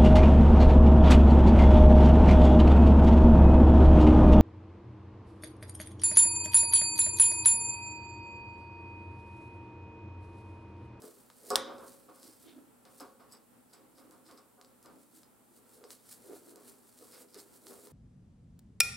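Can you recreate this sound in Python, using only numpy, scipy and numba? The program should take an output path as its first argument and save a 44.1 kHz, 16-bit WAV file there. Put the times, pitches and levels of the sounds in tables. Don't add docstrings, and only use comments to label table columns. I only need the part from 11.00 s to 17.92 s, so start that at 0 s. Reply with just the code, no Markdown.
import sys
import numpy as np
from scipy import signal
from scipy.fft import rfft, irfft, next_fast_len
from scipy.io import wavfile
from numba import njit

SR = 44100
rng = np.random.default_rng(int(sys.argv[2]) if len(sys.argv) > 2 else 0)


def wav_out(sig):
    wavfile.write(sys.argv[1], SR, np.round(np.clip(np.atleast_2d(sig).T, -1, 1) * 32767).astype(np.int16))


N = 305172
T = np.arange(N) / SR
TOP_HZ = 15850


def undb(db):
    return 10 ** (np.asarray(db) / 20)


def unit(x):
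    return x / np.sqrt(np.mean(x ** 2))


def at(points, hz):
    f, value = np.transpose(points)
    return np.interp(np.log(np.maximum(hz, 1)), np.log(f), value)


def freqs(n):
    return np.arange(n // 2 + 1) * SR / n


def colour(x, points):
    n = next_fast_len(x.shape[-1])
    gain = unit(undb(at(points, freqs(n))))
    return irfft(rfft(x, n) * gain, n)[..., :x.shape[-1]]


def impulse(points, tilt_db=0, spread_s=0, size=1024):
    hz = freqs(size)
    octaves = np.log2(np.maximum(hz, 1000) / 6000)
    cepstrum = irfft(np.log(undb(at(points, hz) + tilt_db * octaves)))
    cepstrum[1:size // 2] *= 2
    cepstrum[size // 2 + 1:] = 0
    delay_phase = np.pi * spread_s * hz ** 2 / TOP_HZ
    return unit(irfft(np.exp(rfft(cepstrum) - 1j * delay_phase))) / np.sqrt(size)


# (frequency [Hz], side minus mid [dB])
WIDTH = [(50, -7), (130, -7), (280, -10), (1200, -10), (3000, -12), (5500, -12), (8000, -7), (15000, -10)]


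def stereo(pair, wide_db=0):
    n = next_fast_len(pair.shape[1])
    side_gain = undb(at(WIDTH, freqs(n)) + wide_db)
    side = irfft(rfft(pair[1], n) * side_gain, n)[:pair.shape[1]]
    return np.array([pair[0] + side, pair[0] - side])


def add(out, s, sound):
    i = max(int(s * SR), 0)
    out[:, i:i + sound.shape[-1]] += sound[..., :max(N - i, 0)]


def ring(modes, scatter_db=0, size=SR):
    t = T[:size]
    hz, db, t60 = np.transpose(modes)[:, :, None]
    db = db + scatter_db * rng.standard_normal(db.shape)
    waves = undb(db - 60 * t / t60) * np.exp(2j * np.pi * hz * t)
    phase = 2 * np.pi * rng.random(len(modes)) + rng.uniform(-.7, .7, (2, len(modes)))
    return (np.exp(1j * phase) @ waves).imag / np.sqrt(np.sum(undb(db) ** 2) / 2)


# (frequency [Hz], 60 dB decay [s])
ROOM_T60 = [(200, 0.93), (1200, 0.37), (3600, 0.58), (6000, 0.4), (10000, 0.12), (15000, .24)]


def tail(points, stretch, count=9):
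    t, hz = T[:SR], freqs(SR)
    noise = rfft(stereo(colour(rng.standard_normal((2, SR)), points)))
    out = 0
    centres = np.geomspace(200, 15000, count)
    for centre, row in zip(centres, np.eye(count)):
        band = np.interp(hz, centres, row)
        t60 = stretch * at(ROOM_T60, centre)
        out = out + irfft(noise * band) * undb(-60 * t / t60)
    return out


def friction(points, rate, scatter_db, smooth, wide_db=0):
    happens = rng.random((2, N)) < rate / SR
    size = undb(scatter_db * np.clip(rng.standard_normal((2, N)), -2, 2))
    slips = happens * rng.standard_normal((2, N)) * size
    sliding = smooth * rng.standard_normal((2, N))
    return unit(stereo(colour(unit(slips) + sliding, points), wide_db))


@njit
def resonate(x, hz, width):
    y, b, l = np.empty(len(x)), 0., 0.
    for i in range(len(x)):
        g, k = np.tan(np.pi * hz[i] / SR), width / hz[i]
        v = (b + g * (x[i] - l)) / (1 + g * (g + k))
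        b, l, y[i] = 2 * v - b, l + 2 * g * v, k * v
    return y


def flutter(hz):
    return unit(colour(rng.standard_normal(N), [(hz, 0), (hz * 8, -90)]))


def swell(peak_s, rise_s, fall_s):
    before = (peak_s - T) / max(rise_s, 1e-3)
    after = (T - peak_s) / max(fall_s, 1e-3)
    return np.exp(-np.maximum(before, after))


# (time [s], level [dB], build-up constant [s], ring of the vise [dB], buzz of the wire [dB])
KNOCKS = [(.021, -57, 0.0035, -3, -23), (.301, -67, 0.0018, -14, -1), (.503, -33.5, 0.0034, 3, -53),
          (.557, -37.5, 0.0025, -20, -20), (.66, -35, 0.032, -6, -13), (.795, -49.5, 0.0024, -12, -22),
          (.822, -49, 0.0024, -10, -27.5), (1.081, -55, 0.0057, 0, -8), (1.161, -60.5, 0.0031, -14, -9),
          (1.851, -58.5, 0.0047, -1, -1.5), (2.002, -45, 0.0032, -5, -11.5),
          (2.195, -56.5, 0.0041, -4, -4.5), (2.327, -58, .005, -12, -0.5), (2.724, -54, 0.021, -7, -1.5),
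          (2.975, -56, 0.0092, -4.5, -5.5), (3.108, -54.5, 0.022, -6.5, -12.5),
          (3.278, -50.5, 0.022, -8, -4), (3.376, -59.5, 0.008, -4.5, -1), (3.574, -59, 0.013, 0.5, -24),
          (3.847, -50, 0.0075, -11.5, -13.5), (4.84, -65.5, 0.0017, 3.5, -2),
          (5.558, -67.5, 0.0036, 3, -20), (6.02, -63.5, 0.0031, -1.5, -11),
          (6.125, -61, 0.013, -15.5, 10.5), (6.342, -58, 0.0053, -23.5, 2), (6.703, -77, 0.0028, 16, -10.5)]
# (frequency [Hz], relative level [dB], 60 dB decay [s])
VISE = [(248.4, -11.5, 1.0), (416.8, 1.5, 0.33), (526, -1.5, 0.9), (554, -6.5, 1), (730.5, 3, 0.33),
        (820, -14.5, 0.29), (936, -13, .5), (1082, -7, .45), (1093, -7.5, .6), (1125, -2, .55),
        (1212, -5, .5), (1343, -13.5, .7), (1460, -11.5, .6), (1674, -17, 0.34)]
# (frequency [Hz], relative level [dB per Hz])
BENCH = [(40, -28.5), (150, -19.5), (250, -5), (520, 0.5), (630, -7.5), (740, -3.5), (1150, 0), (1560, -7),
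         (1750, -19.5), (2600, -25.5), (5000, -41)]
BUZZ = [(500, -19.5), (1200, 1.5), (2100, 0.5), (2600, -4.5), (3100, -4.5), (4200, -5), (5200, -0.5),
        (6500, -17.5), (15000, -29)]


def knocks(bench_db=-3, vise_db=0, strands_db=-5):
    out, modes = np.zeros((2, N)), ring(VISE)
    benches = [tail(BENCH, stretch=0.81) for _ in range(5)]
    buzzes = [tail(BUZZ, stretch=0.66) for _ in range(3)]
    for k, (s, db, rise, ring_db, buzz_db) in enumerate(KNOCKS):
        onset = 1 - np.exp(-T[:SR] / max(rise, 1e-4))
        bench = undb(bench_db) * benches[k % len(benches)]
        vise = undb(ring_db + vise_db) * modes
        strands = undb(buzz_db + strands_db) * buzzes[k % len(buzzes)]
        add(out, s, undb(db) * onset * (bench + vise + strands))
    return out


# (frequency [Hz], relative level [dB per Hz])
CLACK = [(150, -34), (600, -10.5), (1300, -7.5), (1900, -32), (2800, -16), (3700, -1), (4500, -8),
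         (5600, -7), (6600, -21), (8500, -8.5), (11800, -20.5), (13000, -15.5), (15500, -24.5)]
CLACK_TAIL = [(300, -24), (1200, 2.5), (2100, -6), (2700, -17.5), (3300, -3.5), (3750, 0), (4400, -12.5),
              (5000, -5.5), (5900, -9.5), (6800, -13.5), (8500, -6), (11000, -9), (12500, -22.5),
              (15500, -29)]
# (frequency [Hz], relative level [dB], 60 dB decay [s])
WIRE = [(1879, -15, 0.4), (2196, -11, .24), (3214, -6, .32), (3557, -2.5, .36), (3706, -3.5, .26),
        (3470, -1, 0.12), (4650, -9, .26), (5722, -9.5, 0.3), (5900, -9, .3), (8824, -9, 0.2)]


def clack(s=.5567, db=5.0, tail_db=-37, early_db=-34, wire_db=-45, echo_db=-17, echo_s=0.0061):
    out, t = np.zeros((2, N)), T[:SR]
    add(out, s, undb(db) * impulse(CLACK, spread_s=.0014))
    add(out, s + echo_s, undb(db + echo_db) * impulse(TICK, spread_s=0.0014))
    chatter = stereo(colour(rng.standard_normal((2, SR)), CLACK)) * np.exp(-t / .002)
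    early = stereo(colour(rng.standard_normal((2, SR)), CLACK_TAIL)) * np.exp(-t / .014)
    late = tail(CLACK_TAIL, stretch=0.94)
    add(out, s + 0.00087, undb(-22.5) * chatter + undb(early_db) * early + undb(tail_db) * late)
    add(out, s, undb(wire_db) * ring(WIRE))
    return out


# (time [s], level [dB], brightness [dB per octave], ring of the jaws [dB])
TICKS = [(.0205, -51, 3, -1), (0.3014, -51, -7.5, -22), (0.5035, -31.5, 2.5, 2), (0.783, -55.5, -2.5, -1),
         (0.882, -51.5, 4, -13), (1.2309, -49.5, 0, -12), (1.8529, -55.5, -3, -7), (2, -49.5, -2, 6.5),
         (2.006, -45.5, 10.5, -25), (2.3224, -56.5, 7, 13.5), (2.734, -53.5, 0.5, 4),
         (2.9833, -58.5, 0, -6), (3.11, -56, 3, -5), (3.265, -61, -4.5, -1), (3.312, -54, -2, -4),
         (3.377, -60, -6, 4), (3.6133, -51, -4.5, -8), (3.6474, -57, -3, -1.5), (3.828, -56.5, 6, -7),
         (3.8594, -54, -0.5, -2.5), (4.2328, -56.5, -4, -3), (4.84, -50, -7.5, -1), (4.9055, -44, -2, -15),
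         (5.5587, -50, 4.5, -17), (5.9888, -53, 3, -16), (6.3446, -47, 1.5, -8), (6.669, -48, -3.5, -9.5),
         (6.701, -56.5, 12, 1), (6.8717, -54, -3.5, -11)]
# (frequency [Hz], relative level [dB per Hz])
TICK = [(200, -16.5), (1200, 1), (2600, -5), (4200, 6.5), (5200, 4), (8500, 3.5), (11000, 2),
        (15500, -10.5)]
# (frequency [Hz], relative level [dB], 60 dB decay [s])
JAWS = [(4780, 2.5, 0.083), (5060, -1, .11), (5140, -4.5, .1), (5530, -9.5, .1), (6100, -13, 0.036),
        (7840, -7, .08), (7900, -1, 0.14), (8170, -5, .1), (9310, -6.5, 0.055)]


def ticks(detune=0.0081):
    out, room = np.zeros((2, N)), tail(TICK, stretch=0.96)
    for s, db, tilt_db, ring_db in TICKS:
        jaws = np.array(JAWS) * [1 + detune * rng.standard_normal(), 1, 1]
        add(out, s, undb(db + 18.5) * impulse(TICK, tilt_db, spread_s=0.00053))
        add(out, s, undb(db + ring_db - 9.5) * ring(jaws, scatter_db=4.5, size=SR // 5))
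        add(out, s, undb(db - 18.0) * room)
    return out


# (time of the middle [s], Gaussian half length [s], level [dB], ring of the jaws [dB])
SCRAPES = [(0.536, 0.03, -41, -21), (1.26, 0.062, -55.5, -11), (2.327, 0.017, -59.5, -3.5),
           (2.365, 0.011, -60, -2), (2.732, 0.023, -58, -16), (2.98, 0.02, -57.5, -14),
           (3.276, 0.014, -52.5, -15), (3.382, 0.0087, -51, -13), (3.84, 0.024, -71, -17),
           (5.119, 0.016, -56.5, -11.5), (6.147, 0.029, -52, -19), (6.295, 0.0093, -59, -11.5),
           (6.348, 0.013, -50, -19), (6.394, 0.0085, -42, -11)]
# (frequency [Hz], relative level [dB per Hz])
SCRAPE = [(200, -17.5), (1300, -5), (2100, -3), (2700, -16), (4100, 5), (5200, 6.5), (6500, -7.5),
          (8300, 2.5), (11000, -7.5), (15500, -12)]


def scrapes(damping=0.27):
    slips = friction(SCRAPE, rate=1900, scatter_db=1.5, smooth=0.19)
    pressed = ring(np.array(JAWS) * [1, 1, damping], size=SR // 5)
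    sung = unit(signal.fftconvolve(slips, pressed, axes=1)[:, :N])
    out = 0
    for s, half, db, ring_db in SCRAPES:
        pressure = undb(db) * np.exp(-.5 * ((T - s) / half) ** 2)
        out = out + pressure * (undb(-11.5) * slips + undb(ring_db - 5.5) * sung)
    return out


# (time [s], frequency [Hz], level [dB])
THUDS = [(.517, 420, -49), (0.528, 406, -33.5), (.926, 524, -70), (1.512, 295.5, -56), (2.017, 273, -48),
         (3.051, 304, -67), (3.936, 298, -57.5), (4.841, 480, -52), (5.294, 395, -47.5), (5.33, 405, -48.5),
         (5.349, 362, -59), (5.56, 421, -54), (6.02, 458, -52), (6.362, 406, -45.5), (6.707, 417, -56),
         (6.765, 384, -63)]


def thuds(rise_s=.006):
    out, t = np.zeros((2, N)), T[:SR // 8]
    envelope = t / rise_s * np.exp(1 - t / rise_s)
    for s, hz, db in THUDS:
        add(out, s, undb(db) * envelope * np.sin(2 * np.pi * hz * t))
    return out


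# (time of the peak [s], build-up constant [s], creak level [dB], resonance of the grips [Hz])
SQUEEZES = [(0.044, 0.022, -50, 420), (0.481, 0.057, -54, 448.4), (1.101, 0.037, -60.5, 326.3),
            (1.26, .05, -60.5, 319), (1.461, 0.031, -58, 311.5), (1.582, 0.058, -57.5, 280),
            (3.08, 0.24, -63, 303), (3.35, .08, -64.5, 313.3), (3.96, .02, -61, 289.8),
            (4.135, .012, -64, 284), (4.58, 0.094, -66.5, 390), (4.859, 0.086, -55.5, 458),
            (5.324, 0.054, -48.5, 405), (5.48, 0.027, -55.5, 360), (5.58, 0.075, -56, 411),
            (5.69, 0.022, -59, 390), (5.83, 0.012, -68.5, 393), (6.024, 0.051, -58, 441.6),
            (6.21, 0.077, -55.5, 450), (6.373, 0.024, -54.5, 409), (6.717, 0.067, -52, 412),
            (6.89, 0.12, -58, 430)]
# (frequency [Hz], relative level [dB per Hz])
GRIP = [(25, -37), (80, -20), (170, -7.5), (270, 2.5), (420, -1.5), (550, -3), (700, -3), (1000, -11),
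        (1350, -6.5), (1900, -17.5), (4000, -25.5)]
RELAX_S = 0.066


def creaking(grip_width_hz=70, slips_db=-8.5, groan_db=-1):
    load = np.sqrt(sum((undb(db) * swell(s, rise, RELAX_S)) ** 2 for s, rise, db, _ in SQUEEZES))
    times, _, _, pitches = np.transpose(SQUEEZES)
    hz = np.interp(T, times, pitches)
    slips = friction(GRIP, rate=400, scatter_db=2.5, smooth=1.0, wide_db=2.5)
    groan = unit(np.array([resonate(port, hz, float(grip_width_hz)) for port in slips]))
    return load * (undb(slips_db) * slips + undb(groan_db) * groan)


# (time of the peak [s], swell constant [s], fade constant [s], level [dB])
STROKES = [(.045, 0.029, 0.14, -57.5), (.205, 0.016, 0.013, -60), (.49, 0.077, 0.04, -52.5),
           (0.874, 0.062, 0.12, -57), (1.16, 0.01, 0.01, -62.5), (1.245, 0.083, 0.16, -58.5),
           (1.42, 0.048, 0.058, -62), (1.98, 0.07, 0.085, -61), (2.33, 0.011, .014, -58),
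           (2.736, .005, 0.027, -64.5), (3.0, .04, 0.11, -70), (3.12, 0.0063, .04, -65),
           (3.301, 0.071, .08, -69), (3.85, 0.025, 0.015, -65.5), (4.03, 0.075, 0.056, -67.5),
           (4.159, 0.027, 0.043, -59), (4.57, 0.046, .04, -64), (4.744, 0.062, 0.063, -61),
           (4.913, 0.014, 0.033, -51.5), (5.125, 0.045, 0.031, -51), (5.37, 0.21, 0.039, -59),
           (5.51, 0.084, 0.019, -58.5), (5.691, 0.065, 0.041, -56.5), (5.88, 0.055, .06, -70),
           (6.02, 0.049, 0.07, -61), (6.224, 0.24, 0.016, -56), (6.33, 0.059, .03, -65.5),
           (6.395, 0.016, 0.034, -51), (6.565, 0.06, .02, -59.5), (6.71, 0.075, 0.14, -55.5),
           (6.86, 0.078, 0.02, -61.5)]
# (frequency [Hz], relative level [dB per Hz])
SKIN = [(200, -17), (700, -19.5), (1400, -3), (2600, -9.5), (4500, 0.5), (6300, -2), (8500, 5.5),
        (10500, 3.5), (12500, 0.5), (15500, -2)]


def rubbing(catch_db=1.5):
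    skin = friction(SKIN, rate=1800, scatter_db=-3.0, smooth=.9, wide_db=-2.5)
    catching = undb(catch_db * flutter(45))
    power = sum((undb(db) * swell(s, rise, fall)) ** 2 for s, rise, fall, db in STROKES)
    return skin * catching * np.sqrt(power)


# (frequency [Hz], relative level [dB per Hz])
SLEEVE = [(500, -9), (1500, -8), (2400, -3.5), (3600, 1.5), (4800, -7.5), (7000, -18.5), (15000, -24.5)]


def sleeve(s=1.495, rise_s=0.039, fall_s=.04, db=-61):
    cloth = friction(SLEEVE, rate=1200, scatter_db=-2.0, smooth=.8)
    return undb(db) * swell(s, rise_s, fall_s) * cloth


def surfaces(x, echo_db=-9, count=7):
    out = x.copy()
    delays_s = rng.uniform(0.0018, 0.013, count)
    signs = rng.choice([-1, 1], count)
    skews = rng.normal(0, 0.28, count)
    for delay_s, sign, skew in zip(delays_s, signs, skews):
        ports = np.array([[1 + skew], [1 - skew]])
        add(out, delay_s, sign * undb(echo_db) / np.sqrt(count) * ports * x)
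    return out


# (frequency [Hz], relative level [dB per Hz])
SHOP = [(15, -59), (25, -30.5), (113, -17), (148, -16), (246, -5), (322, -14), (457, -11.5), (703, -18.5),
        (804, -15), (945, -17), (2170, -27.5), (3720, -31), (6210, -33.5), (8130, -25), (15500, -29)]
# (frequency [Hz], level [dB])
HUM = [(60, -90), (120, -82), (1350, -85)]


def workshop(air_db=-63.5, drone_hz=248, drone_db=-75, waver_db=1.53, hiss_from_hz=4000):
    air = undb(air_db) * unit(stereo(colour(rng.standard_normal((2, N)), SHOP), wide_db=8.0))
    low = signal.sosfiltfilt(signal.butter(2, hiss_from_hz, fs=SR, output="sos"), air)
    hiss = air - low
    hz = np.full(N, float(drone_hz))
    drone = unit(resonate(resonate(rng.standard_normal(N), hz, 30.), hz, 30.))
    hum = sum(undb(db) * unit(np.sin(2 * np.pi * f * T)) for f, db in HUM)
    waver = undb(waver_db * flutter(5))
    return waver * (low + undb(drone_db) * drone + hum) + hiss


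def scene():
    close = ticks() + scrapes() + creaking() + rubbing() + sleeve()
    return knocks() + clack() + thuds() + surfaces(close) + workshop()


def record(dry, balance_db=-0.5, drive=1.1):
    ports = undb(np.array([[balance_db], [-balance_db]]) / 2)
    rounded = np.tanh(drive * ports * dry) / drive
    return signal.sosfilt(signal.ellip(10, .2, 70, TOP_HZ, fs=SR, output="sos"), rounded)


dry = scene()
out = record(dry)
wav_out(out)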